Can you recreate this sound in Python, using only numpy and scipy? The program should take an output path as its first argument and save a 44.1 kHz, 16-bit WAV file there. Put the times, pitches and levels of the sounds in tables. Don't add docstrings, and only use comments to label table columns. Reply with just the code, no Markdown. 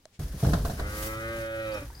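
import sys
import numpy as np
from scipy import signal
from scipy.fft import rfft, irfft
from scipy.io import wavfile

SR = 44100
rng = np.random.default_rng(int(sys.argv[2]) if len(sys.argv) > 2 else 0)


def wav_out(sig):
    wavfile.write(sys.argv[1], SR, np.round(np.clip(np.atleast_2d(sig).T, -1, 1) * 32767).astype(np.int16))


N = 88200


def undb(db):
    return 10 ** (np.asarray(db) / 20)


def seconds():
    return np.arange(N) / SR


def bins():
    return np.fft.rfftfreq(N, 1 / SR)


def unit(x):
    return x / np.sqrt(np.mean(x ** 2) + 1e-20)


def curve(rows, column=1):
    rows = np.array(rows, float)
    return np.interp(seconds(), rows[:, 0], rows[:, column])


def response(points, hz):
    f, db = np.array(points, float).T
    return undb(np.interp(np.log(hz + 1), np.log(f), db))


def colour(x, points):
    return unit(irfft(rfft(x) * response(points, bins()), N))


def width(hz, mono_below_hz=352, wide_above_hz=1140):
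    return np.clip(np.log((hz + 1) / mono_below_hz) / np.log(wide_above_hz / mono_below_hz), .004, 1)


def spread(pair, top_hz=10000):
    side = irfft(rfft(pair[1]) * width(bins()) * np.where(bins() > top_hz, .5, .85), N)
    return np.array([pair[0] + side, pair[0] - side])


def noise(points):
    return colour(spread(rng.standard_normal((2, N))), points)


def walk(hz):
    return unit(irfft(rfft(rng.standard_normal(N)) / (1 + (bins() / hz) ** 4), N))


def strike(start, decay, attack=0.0015):
    age = np.maximum(seconds() - start, 0)
    return (1 - np.exp(-age / attack)) * np.exp(-age / decay)


def swell(peak_s, half_width_s):
    return np.exp(-((seconds() - peak_s) / half_width_s) ** 2)


def ramp(middle_s, length_s):
    return np.clip((seconds() - middle_s) / length_s + .5, 0, 1)


def ring(start, hz, t60):
    age = np.maximum(seconds() - start, 0)
    return np.sin(2 * np.pi * hz * age) * np.exp(-np.log(1000) * age / t60)


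def arrive(pair, lead_s):
    turn = np.pi * bins() * lead_s * width(bins())
    return irfft(rfft(pair) * np.exp(1j * np.array([turn, -turn])), N)


def walls(x, wet, predelay_s=0.0037, t60=0.18):
    impulse = rng.standard_normal((2, N)) * strike(predelay_s, t60 / np.log(1000))
    echo = signal.fftconvolve(x[None], unit(impulse) / np.sqrt(N), axes=1)[:, :N]
    share = wet * width(bins()) ** 2
    return irfft(rfft(x) * np.sqrt(1 - share) + rfft(echo) * np.sqrt(share), N)


def yard():
    # (frequency [Hz], level [dB])
    air_eq = [(90, -4.5), (200, -12), (1500, -26), (5000, -27), (16000, -37)]
    # (frequency [Hz], level [dB])
    scuff_eq = [(800, -17), (2000, 11), (9000, 4.5), (13000, -33)]
    click_s = .0555
    snap = undb(-37) * strike(click_s - .001, decay=0.0011, attack=0.000094)
    click_ring = undb(-41) * ring(click_s, hz=630, t60=0.034)
    scuff = undb(-61.5) * swell(0.153, 0.022)
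    return undb(-64.5) * noise(air_eq) + (scuff + snap) * noise(scuff_eq) + click_ring


def air_and_rumble():
    # (frequency [Hz], level [dB])
    air_eq = [(250, 2.5), (1000, -8.5), (1700, -0.5), (2600, -22), (5000, -18)]
    # (time [s], level [dB])
    rumble_ride = [(.193, -31.5), (.41, -44), (.5, -30.5), (.66, -29.5), (.77, -44), (.85, -35), (1.3, -43),
                   (1.39, -38.5), (1.5, -48.5), (1.84, -40), (1.92, -46)]
    # (frequency [Hz], level [dB])
    rumble_eq = [(20, -25), (50, 7), (80, 3.5), (170, -11.5), (400, -25), (900, -51)]
    return undb(-56.5) * noise(air_eq) + undb(curve(rumble_ride)) * noise(rumble_eq)


def bird(half_width_s=0.00395, bend=.06):
    # (peak time [s], top pitch [Hz], level [dB])
    chirps = [(1.722, 4680, -44), (1.752, 5575, -43), (1.953, 4940, -45.5), (1.978, 5000, -47),
              (1.998, 4850, -46)]
    out = np.zeros(N)
    for at, hz, db in chirps:
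        offset = np.clip((seconds() - at) / half_width_s, -4, 4)
        pitch = hz * (1 - bend * offset ** 2 + .025 * walk(420))
        out += undb(db) * np.exp(-offset ** 2) * np.sin(2 * np.pi * np.cumsum(pitch) / SR)
    return walls(out, wet=.3)


def straw(stalks_per_s=2600, accent_db=2, hiss_db=5, flutter_db=1.3):
    # (time [s], level [dB])
    rustle_ride = [(.193, -48.5), (.34, -52.5), (.44, -41), (.55, -44.5), (.62, -47.5), (.67, -47),
                   (.75, -45), (.85, -52), (.91, -44), (1.05, -42.5), (1.16, -49), (1.3, -50.5),
                   (1.39, -46.5), (1.5, -55.5), (1.78, -49.5), (1.92, -56.5)]
    # (frequency [Hz], level [dB])
    straw_eq = [(300, 15), (2500, 3.5), (6300, 5.5), (7500, 0.5), (10500, 5.5), (16000, -2)]
    # (peak time [s], level [dB], half-width [s])
    drags = [(0.667, -42, 0.027), (1.031, -39, 0.088)]
    # (frequency [Hz], level [dB])
    drag_eq = [(4000, -23), (12000, -15)]
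    snaps = (rng.random((2, N)) < stalks_per_s / SR) * rng.standard_normal((2, N))
    snaps *= undb(accent_db * np.minimum(rng.exponential(size=(2, N)), 5))
    crackle = colour(spread(snaps), straw_eq)
    rustle = unit(crackle + undb(hiss_db) * noise(straw_eq)) * undb(curve(rustle_ride))
    drag = sum(undb(db) * swell(at, half_width) for at, db, half_width in drags) * noise(drag_eq)
    return (rustle + drag) * undb(flutter_db * walk(45))


def footfalls(bedding_db=-7.5):
    # (time [s], level [dB], bedding decay [s])
    thuds = [(.193, -31.5, 0.082), (0.331, -30.5, 0.034), (.429, -15, 0.016), (.462, -13, 0.046),
             (.533, -19.5, 0.024), (.6, -34, 0.1), (.68, -31.5, 0.17)]
    # (frequency [Hz], level [dB], t60 [s])
    floor_modes = [(66, -5, 0.48), (146.4, 1.5, 0.25), (293.4, -5.5, 0.19)]
    bedding = noise([(25, -32), (65, 3.5), (160, 6.5), (300, -8.5), (500, -11.0), (1500, -43)])
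    out = np.zeros((2, N))
    for start, db, decay in thuds:
        floor = sum(undb(mode_db) * ring(start, hz, t60) for hz, mode_db, t60 in floor_modes)
        boom = floor * strike(start, 4 * decay, attack=0.019)
        thud = undb(bedding_db) * bedding * strike(start, decay, attack=0.0016)
        out += undb(db) * (boom + thud)
    return out


def hooves(top_hz=8500):
    # (time [s], level [dB], relative grit level [dB])
    knocks = [(0.192, -44.5, -9), (.216, -47, -2), (0.429, -27.5, -29), (0.447, -29, -4.5),
              (.484, -32.5, -23), (0.533, -21, -3.5), (.649, -26.5, -4), (0.697, -31, -7.5),
              (0.795, -29, -3.5)]
    # (frequency [Hz], level [dB])
    wood_eq = [(120, 10.5), (250, -3), (700, 2), (900, -11.5), (1750, -14.5), (2400, -48)]
    # (frequency [Hz], level [dB])
    grit_eq = [(500, -25), (1000, 11), (1600, 9.5), (2300, -11), (3900, 0.5), (8000, -9)]
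    wood, grit = noise(wood_eq), noise(grit_eq)
    out = np.zeros((2, N))
    for start, db, grit_db in knocks:
        tail = undb(-8.5) * strike(start, decay=0.047, attack=0.011)
        sill = undb(-7.5) * ring(start, hz=440, t60=0.12) + undb(-8.5) * ring(start, hz=675, t60=0.12)
        body = wood * (strike(start, decay=0.0079) + tail)
        crack = undb(grit_db) * grit * (strike(start, decay=0.007) + .5 * tail)
        out += undb(db) * (sill + body + crack)
    tap = undb(-42.5) * ring(1.902, hz=930, t60=0.046)
    return signal.sosfilt(signal.butter(2, top_hz, fs=SR, output="sos"), out + tap)


def moo(harmonics=42, jitter=0.0357, shimmer=0.78, sway_db=2.8):
    # (time [s], pitch [Hz], level [dB], roughness [0-1])
    call = [(.77, 98, -7, 0.37), (.84, 102.1, -7, 0.22), (.92, 104.6, -5.5, 0.03), (1.08, 108.8, -1, 0.02),
            (1.21, 111.9, -3, .06), (1.32, 114.1, 0, 0.02), (1.5, 111.6, -3.5, 0.03),
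            (1.63, 111.1, -1, 0.12), (1.72, 107.9, -1, 0.04), (1.78, 101.9, -3, 0.45),
            (1.82, 94.9, -9.5, 0.96), (1.89, 87.3, -40, 1)]
    # (frequency [Hz], level wide open [dB], level closing [dB])
    vowel = [(112, -44.5, -45.5), (221, -50.5, -56), (340, -42.5, -43), (457, -49, -61.5),
             (533.4, -40, -31.5), (562.7, -38, -33), (682, -65.5, -61.5), (764, -59, -57), (1044, -69, -68),
             (1178, -46, -47.5), (1565, -47, -48.5), (1765, -54.5, -57.5), (2024, -45, -50),
             (2180, -55, -59.5), (2523, -56, -48.5), (2733, -63, -62), (3120, -57.5, -57.5),
             (3361, -70, -69), (3720, -65.5, -60), (4400, -77, -73.5)]
    # (frequency [Hz], gain [dB])
    hollow_eq = [(750, -1), (950, 11.5), (1150, -0.5), (2100, -1), (2400, -2)]
    open_eq = [(hz, db) for hz, db, _ in vowel]
    closing_eq = [(hz, db) for hz, _, db in vowel]
    closing = ramp(1.395, 0.23)
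    hollow_amount = 1 - ramp(1.184, 0.077) + ramp(1.683, 0.077)
    rough = curve(call, column=3)
    pitch = curve(call) * (1 + jitter * rough * walk(51.8) + 0.0013 * walk(12))
    phase = 2 * np.pi * np.cumsum(pitch) / SR
    scatter = 2 * np.pi * rng.random(harmonics)
    voice = np.zeros(N)
    for k in range(1, harmonics + 1):
        mouth = (1 - closing) * response(open_eq, k * pitch) + closing * response(closing_eq, k * pitch)
        hollow = response(hollow_eq, k * pitch) ** hollow_amount
        sway = undb(sway_db * width(k * pitch.mean()) ** 2 * walk(3))
        voice += np.sqrt(2) * mouth * hollow * sway * np.sin(k * phase + scatter[k - 1])
    puffs = rng.standard_normal(N) * (1 + np.cos(phase)) ** 2
    rasp = colour(puffs, open_eq) * np.std(voice) * undb(-19.5) * (.5 + 2 * rough)
    effort = undb(curve(call, column=2)) * (seconds() > call[0][0]) * (seconds() < call[-1][0])
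    grunt = undb(-42.5) * swell(1.822, 0.026) * np.sin(3 * phase)
    flutter = 1 + shimmer * rough * walk(43)
    bellow = ((voice + rasp) * effort + grunt) * flutter
    return arrive(walls(bellow, wet=.25), lead_s=0.00021)


def scene(pen_start_s=0.1912):
    bed = air_and_rumble()
    outside = yard()
    pen = moo() + footfalls() + hooves() + straw() + bird() + bed
    inside = strike(pen_start_s, decay=np.inf)
    return (1 - inside) * outside + inside * pen


def record(dry, top_hz=15900):
    # (frequency [Hz], left minus right [dB])
    balance = [(380, 0), (540, -4.5), (700, -6), (1400, 1.5), (2400, -1), (4800, 6.5), (8500, 0)]
    lean = np.sqrt(response(balance, bins()))
    heard = irfft(rfft(dry) * np.array([lean, 1 / lean]), N)
    return signal.sosfilt(signal.ellip(10, .1, 80, top_hz, fs=SR, output="sos"), heard)


dry = scene()
out = record(dry)
wav_out(out)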